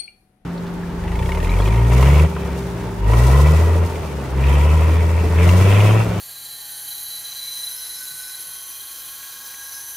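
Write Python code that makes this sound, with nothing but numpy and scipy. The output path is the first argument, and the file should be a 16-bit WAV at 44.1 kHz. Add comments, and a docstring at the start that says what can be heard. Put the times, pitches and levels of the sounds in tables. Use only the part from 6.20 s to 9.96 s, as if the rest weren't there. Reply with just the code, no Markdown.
"""A quiet room: close by, a brass gyroscope spins on a string stretched over a pivoting stand.
The slowing rotor sounds a row of harmonics; its ball bearings hiss and ring the metal cage.
As the cage leans and swings round, tones and resonances swell and fade.
The stand rumbles, knocks and ticks softly. Faint mains hum lies below."""
import sys
import numpy as np
from scipy import signal
from scipy.fft import rfft, irfft
from scipy.io import wavfile

SR = 44100
rng = np.random.default_rng(int(sys.argv[2]) if len(sys.argv) > 2 else 0)


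def wrap_up_sound(samples):
    """Save the sound to the file named by the first command line argument, as 16-bit audio."""
    columns = np.atleast_2d(samples).T
    # keep every value between -1 and 1, then stretch to whole-number steps
    tamed = np.clip(columns, -1, 1)
    steps = np.round(tamed * 32767).astype(np.int16)
    wavfile.write(sys.argv[1], SR, steps)


N = 165816

T = np.arange(N) / SR
BINS_HZ = np.maximum(np.arange(N // 2 + 1) * SR / N, 1)
SPIN_HZ, SLOWING_HZ_PER_S = 138.62, .697


def from_db(db):
    """Decibels to gain."""
    return 10 ** (np.asarray(db) / 20)


def curve(rows):
    """Rows of (t/s, value) joined by straight lines."""
    return np.interp(T, *np.transpose(rows))


def swell(top_db, at_s, half_width_s, depth_db):
    """Gain of a vibration that grows and fades once: a bell curve in dB."""
    return from_db(top_db - depth_db * (1 - np.exp(-((T - at_s) / half_width_s) ** 2)))


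def resonant_noise(hz, width_hz):
    """Noise in one steep-sided resonance; rms 1."""
    shape = 1 / (1 + 2 * ((BINS_HZ - hz) / width_hz) ** 2)
    return irfft(rfft(rng.standard_normal(N)) * shape, N) / np.sqrt(np.mean(shape ** 2))


def coloured_noise(spectrum):
    """Noise shaped by rows of (f/Hz, density/dB per Hz)."""
    hz, db = np.transpose(spectrum)
    shape = from_db(np.interp(np.log(BINS_HZ), np.log(hz), db))
    return irfft(rfft(rng.standard_normal(N)) * shape, N) * np.sqrt(SR / 2)


def tone(phase, flutter, flutter_hz=24):
    """A sine fluttering in level and phase; rms 1."""
    wobble = (resonant_noise(0, flutter_hz) + 1j * resonant_noise(0, flutter_hz)) / np.sqrt(2)
    carrier = np.exp(1j * (phase + rng.uniform(0, 2 * np.pi)))
    return np.real((1 + flutter * wobble) * carrier) * np.sqrt(2 / (1 + flutter ** 2))


def ring(at_s, hz, t60_s):
    """A struck mode: a unit sine dying away."""
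    age_s = np.maximum(T - at_s, 0)
    return np.sin(2 * np.pi * hz * age_s) * from_db(-60 * np.minimum(age_s / t60_s, 5))


def rotor(angle):
    """Harmonics locked to the spin: throbbing leaders, weaker swelling ones, a faint buzz."""
    # leading harmonics as the cage turns: t/s, level/dB
    whine = [(0, -72), (0.09, -62), (0.16, -44.5), (0.59, -44), (0.64, -60), (0.69, -40), (0.87, -41),
             (0.955, -33), (1.01, -44), (1.06, -37.5), (1.152, -39.5), (1.19, -35), (1.3, -34),
             (1.49, -34.5), (1.58, -43), (1.64, -37.5), (1.685, -42), (1.73, -35), (1.79, -44), (1.84, -44),
             (1.88, -37), (1.92, -45), (2.15, -42), (2.26, -56), (2.75, -56), (3.5, -50), (3.76, -57)]
    middle = [(0, -91), (0.5, -53.5), (0.9, -60), (1.44, -61), (1.5, -51), (1.72, -52), (1.79, -49),
              (1.83, -41.5), (1.865, -50.5), (1.91, -39.5), (1.95, -53), (1.99, -41.5), (2.04, -44.5),
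              (2.1, -46), (2.38, -51.5), (2.499, -59), (3.1, -54.5), (3.76, -59)]
    late = [(0, -73), (1.15, -60), (2.55, -73), (2.9, -61), (3.01, -52.5), (3.2, -52), (3.26, -45.5),
            (3.36, -51), (3.415, -42), (3.445, -52), (3.48, -41), (3.53, -52), (3.585, -43.5), (3.63, -49),
            (3.76, -49)]
    upper_middle = [(0.0, -65), (0.33, -55), (1.5, -55), (1.92, -70), (2.41, -51.5), (3.37, -59),
                    (3.57, -69), (3.76, -52.5)]
    low = [(0, -68), (.45, -60), (.85, -60), (1.4, -74), (1.7, -76), (2, -67), (2.4, -74), (3, -67),
           (3.3, -64.5), (3.76, -65)]
    low_middle = [(0, -73), (1.05, -69), (1.45, -61.5), (1.95, -68), (2.3, -65), (2.65, -75), (3, -68),
                  (3.25, -61), (3.76, -61)]
    # order (multiple of the spin), level curve, trim/dB, flutter share
    leaders = [(29, whine, 0, .22), (11, middle, -2.5, .25), (12, late, -1, .2),
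               (23, upper_middle, 1.5, .28), (6, low, 0, .12), (7, low_middle, 0, .12)]
    # weaker harmonics: order, top/dB, t/s, half-width/s, depth/dB
    weaker = [ (1, -64.5, 0.39, 1.75, 15), (5, -66.5, 0.57, 1.2, 18.5), (8, -55.5, 3.08, 1.44, 18),
              (9, -67.5, 3.2, 1, 11), (10, -60.5, 2.94, 0.52, 5), (13, -57, 0.45, 0.27, 8),
              (14, -57.5, 1.3, 0.7, 7), (15, -62, 1.93, 0.9, 12.5), (22, -55.5, 0.82, 0.48, 6.5),
              (24, -57, 2.7, 0.79, 11), (27, -63, 2.5, 1.6, 20), (30, -51, 1.7, 1.2, 5),
              (31, -59, 2.4, 1.25, 10), (32, -54, 0.5, .7, 16), (43, -53, 1.1, 0.82, 6),
              (44, -47.5, 1.43, 0.57, 16), (45, -52, 4, 2, 17)]
    # outline of all other harmonics: order, level/dB
    buzz_outline = [(4, -87), (16, -75.5), (26, -73.5), (35, -77.5), (41, -70.5), (46, -61), (52, -67)]
    lead = sum(from_db(curve(level) + trim_db) * tone(order * angle, flutter)
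               for order, level, trim_db, flutter in leaders)
    # high orders are the least steady
    swelling = sum(swell(*shape) * tone(order * angle, flutter=.018 * order, flutter_hz=15)
                   for order, *shape in weaker)
    listed = [row[0] for row in leaders + weaker]
    buzz = np.zeros(N)
    for order in range(4, 53):
        if order not in listed:
            rms = from_db(np.interp(order, *np.transpose(buzz_outline)))
            buzz += rms * np.sqrt(2) * np.cos(order * angle + rng.uniform(0, 2 * np.pi))
    throb = 1 + .25 * resonant_noise(hz=27, width_hz=7)
    return lead * throb + swelling + buzz


def cage_shimmer():
    """The two sharpest cage modes hold their pitch while the rotor slows."""
    # each mode as the cage turns: t/s, level/dB
    lower = [(0, -51.5), (0.37, -54), (0.42, -48.5), (0.58, -54), (0.67, -48.5), (0.77, -54.5),
             (0.97, -46.5), (1.03, -52), (1.19, -48), (1.24, -63), (1.58, -64), (1.66, -54), (2.1, -60),
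             (3.76, -65)]
    upper = [(0, -72), (1.2, -56), (1.44, -56), (1.59, -45), (1.615, -51), (1.65, -45), (1.71, -53),
             (1.84, -45), (1.87, -57), (1.92, -53), (1.96, -57), (2.01, -50), (2.15, -52), (2.62, -64),
             (2.79, -53), (2.87, -69), (3.12, -62), (3.26, -50), (3.42, -61), (3.56, -50), (3.76, -67)]
    modes = [(4447, lower, .9), (5221, upper, 1.0)]   # f/Hz, level curve, flutter share
    trim_db = .8
    return sum(from_db(curve(level) + trim_db) * tone(2 * np.pi * hz * T, flutter)
               for hz, level, flutter in modes)


def bearings(angle):
    """Rolling balls hiss and ring the cage, unevenly and pulsing with each turn."""
    # strongest cage resonances as the cage turns: t/s, level/dB
    buzz = [(0, -69), (0.25, -64), (0.55, -50.5), (0.85, -50.5), (1.35, -42.5), (1.7, -48.5), (2.05, -53.5),
            (2.45, -43.5), (2.8, -50.5), (3.05, -48.5), (3.6, -40.5), (3.76, -41)]
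    fizz = [(0, -50.5), (0.7, -48), (1.08, -52), (1.4, -38.5), (1.652, -54.2), (1.8, -48), (2.0, -41),
            (2.15, -54), (2.42, -54), (2.55, -44.5), (3.25, -54), (3.6, -48.5), (3.76, -48)]
    sizzle = [(0, -47.5), (0.25, -48.5), (0.78, -37), (0.95, -36.5), (1.12, -55), (1.25, -44), (1.5, -39.5),
              (1.75, -39), (2.1, -40.5), (2.45, -43), (2.95, -44), (3.3, -45.5), (3.42, -42.6),
              (3.65, -41.5), (3.76, -42)]
    shrill = [(0, -62), (0.3, -48), (0.85, -45), (1.05, -39.5), (1.22, -65), (1.45, -39.5), (1.58, -36.5),
              (1.75, -42.5), (1.93, -44), (2.1, -42.5), (2.45, -40.5), (2.9, -52), (3.3, -62), (3.65, -40),
              (3.76, -59)]
    sheen = [(0, -48.6), (0.25, -56), (0.45, -53.5), (0.75, -39), (0.9, -37), (1.1, -52), (1.35, -43),
             (1.698, -49), (2.2, -59), (2.6, -40), (2.9, -44), (3.35, -58), (3.76, -41)]
    # f/Hz, width/Hz, level curve, trim/dB
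    strong_modes = [(6070, 220, buzz, -.5), (9320, 280, fizz, 1.1), (11300, 670, sizzle, .3),
                    (10725, 170, shrill, 1.3), (14470, 260, sheen, -3.5)]
    # weaker resonances: f/Hz, width/Hz, top/dB, t/s, half-width/s, depth/dB
    weak_modes = [ (1065, 30, -62.5, 2.9, .9, 6.5), (1625, 49, -56.5, 3.27, 0.43, 4.5),
                  (1940, 50, -60, 2, 0.72, 3.5), (2260, 150, -54.5, 1.3, 0.16, 14.5),
                  (3207, 170, -55, 2.74, 1.27, 27), (2445, 30, -59, 2.6, .9, 7),
                  (4015, 100, -46, 1.3, 1.8, 5.5), (4390, 220, -54.5, 2.23, 1.5, 7),
                  (6580, 1300, -45, 1.93, 0.28, 13.5), (7475, 60, -53, .5, .7, 4),
                  (8585, 55, -54, 1.8, .7, 6), (10243, 30, -50, 1.6, 1.5, 3), (13035, 75, -44, 1.42, .3, 7),
                  (13460, 80, -47.5, 2.7, .55, 8), (15350, 90, -51, 3.5, .7, 4),
                  (9540, 110, -49.5, 0.53, 1.1, 17), (10110, 250, -46.5, 2.2, 0.33, 5.5),
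                  (11630, 120, -46.5, 0.82, 2, 5), (6530, 360, -49, 0.86, 0.34, 11),
                  (13150, 670, -50, 2.5, .35, 11), (14000, 270, -47, 0.6, .5, 6)]
    # broad hiss: f/Hz, density/dB per Hz
    hiss_spectrum = [(150, -96), (350, -91.5), (600, -92), (1000, -88), (1400, -90), (2000, -90),
                     (2750, -88), (3600, -84.5), (4600, -83), (5450, -88.5), (6400, -84.5), (7100, -82),
                     (7800, -87.5), (8350, -88), (8900, -82), (9800, -86.5), (10500, -76.5), (11900, -86.5),
                     (12700, -78.5), (13800, -83.5), (14800, -77), (15400, -84.5), (15800, -95)]
    # its drift: t/s, gain/dB
    hiss_drift = [(0, -0.5), (.4, -1), (.85, 0.5), (1.08, 0.5), (1.3, 2.5), (1.6, 0.5), (2.0, 1), (2.2, 0),
                  (2.6, -0.5), (3.0, 1.5), (3.3, 1), (3.6, 0.5), (3.76, -1.5)]
    cage = sum(from_db(curve(level) + trim_db) * resonant_noise(hz, width_hz)
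               for hz, width_hz, level, trim_db in strong_modes)
    cage += sum(swell(*shape) * resonant_noise(hz, width_hz) for hz, width_hz, *shape in weak_modes)
    hiss = from_db(curve(hiss_drift)) * coloured_noise(hiss_spectrum)
    rattle_db = .77 * resonant_noise(0, width_hz=37.3)
    turn_pulse = 1 + .044 * np.cos(angle)
    return (cage + hiss) * from_db(rattle_db) * turn_pulse


def reflections(direct, t60_s=.13, wet_db=-6.5, gap_s=.002):
    """Nearby surfaces add a short wash that ripples the spectrum at the same overall level."""
    tail = rng.standard_normal(N) * from_db(-60 * T / t60_s) * (T > gap_s)
    wash = signal.fftconvolve(direct, tail / np.linalg.norm(tail))[:N]
    wet = from_db(wet_db)
    return (direct + wet * wash) / np.sqrt(1 + wet ** 2)


def stand(knock_attack_s=.004):
    """The swinging stand rumbles faintly, knocks softly and ticks at its pivot."""
    # knocks: t/s, f/Hz, t60/s, level/dB
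    knock_events = [(1.908, 140, .16, -49), (1.94, 125, .16, -53), (2.268, 152, .25, -54),
                    (2.36, 44, .25, -54)]
    # pivot ticks: t/s, level/dB
    tick_events = [(3.028, -46), (3.037, -47), (3.342, -42)]
    # modes of a tick: f/Hz, gain/dB, t60/s
    tick_modes = [(1970, 3, 0.025), (2290, 4, 0.028), (2650, 0, .025), (3220, -3, 0.022)]
    rumble_gain = swell(top_db=-69, at_s=1.5, half_width_s=.5, depth_db=12)
    rumble = rumble_gain * resonant_noise(hz=44.7, width_hz=14)
    knocks = sum(from_db(db) * ring(at_s, hz, t60_s) * np.clip((T - at_s) / knock_attack_s, 0, 1)
                 for at_s, hz, t60_s, db in knock_events)
    ticks = sum(from_db(db + mode_db) * ring(at_s, hz, t60_s)
                for at_s, db in tick_events for hz, mode_db, t60_s in tick_modes)
    return rumble + knocks + ticks


def room():
    """Low room noise and mains hum."""
    # noise floor: f/Hz, density/dB per Hz
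    floor_spectrum = [(20, -120), (32, -112), (45, -92), (62, -91), (100, -88.5), (180, -94.5),
                      (350, -93.5), (1000, -94), (8000, -115)]
    # hum partials: f/Hz, level/dB
    mains = [(50, -71), (100, -68.5), (350, -76)]
    floor = coloured_noise(floor_spectrum)
    hum = sum(from_db(db) * np.sqrt(2) * np.sin(2 * np.pi * (hz * T + rng.random())) for hz, db in mains)
    return floor + hum


def scene():
    """All sources at one microphone, alike in both channels."""
    angle = 2 * np.pi * np.cumsum(SPIN_HZ - SLOWING_HZ_PER_S * T) / SR
    mono = rotor(angle) + cage_shimmer() + reflections(bearings(angle)) + stand() + room()
    return np.array([mono, mono])


def record(dry):
    """Steep low-pass on the top treble."""
    cutoff_hz = 15750
    return signal.sosfilt(signal.ellip(12, .1, 80, cutoff_hz, fs=SR, output="sos"), dry)


dry = scene()
out = record(dry)
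wrap_up_sound(out)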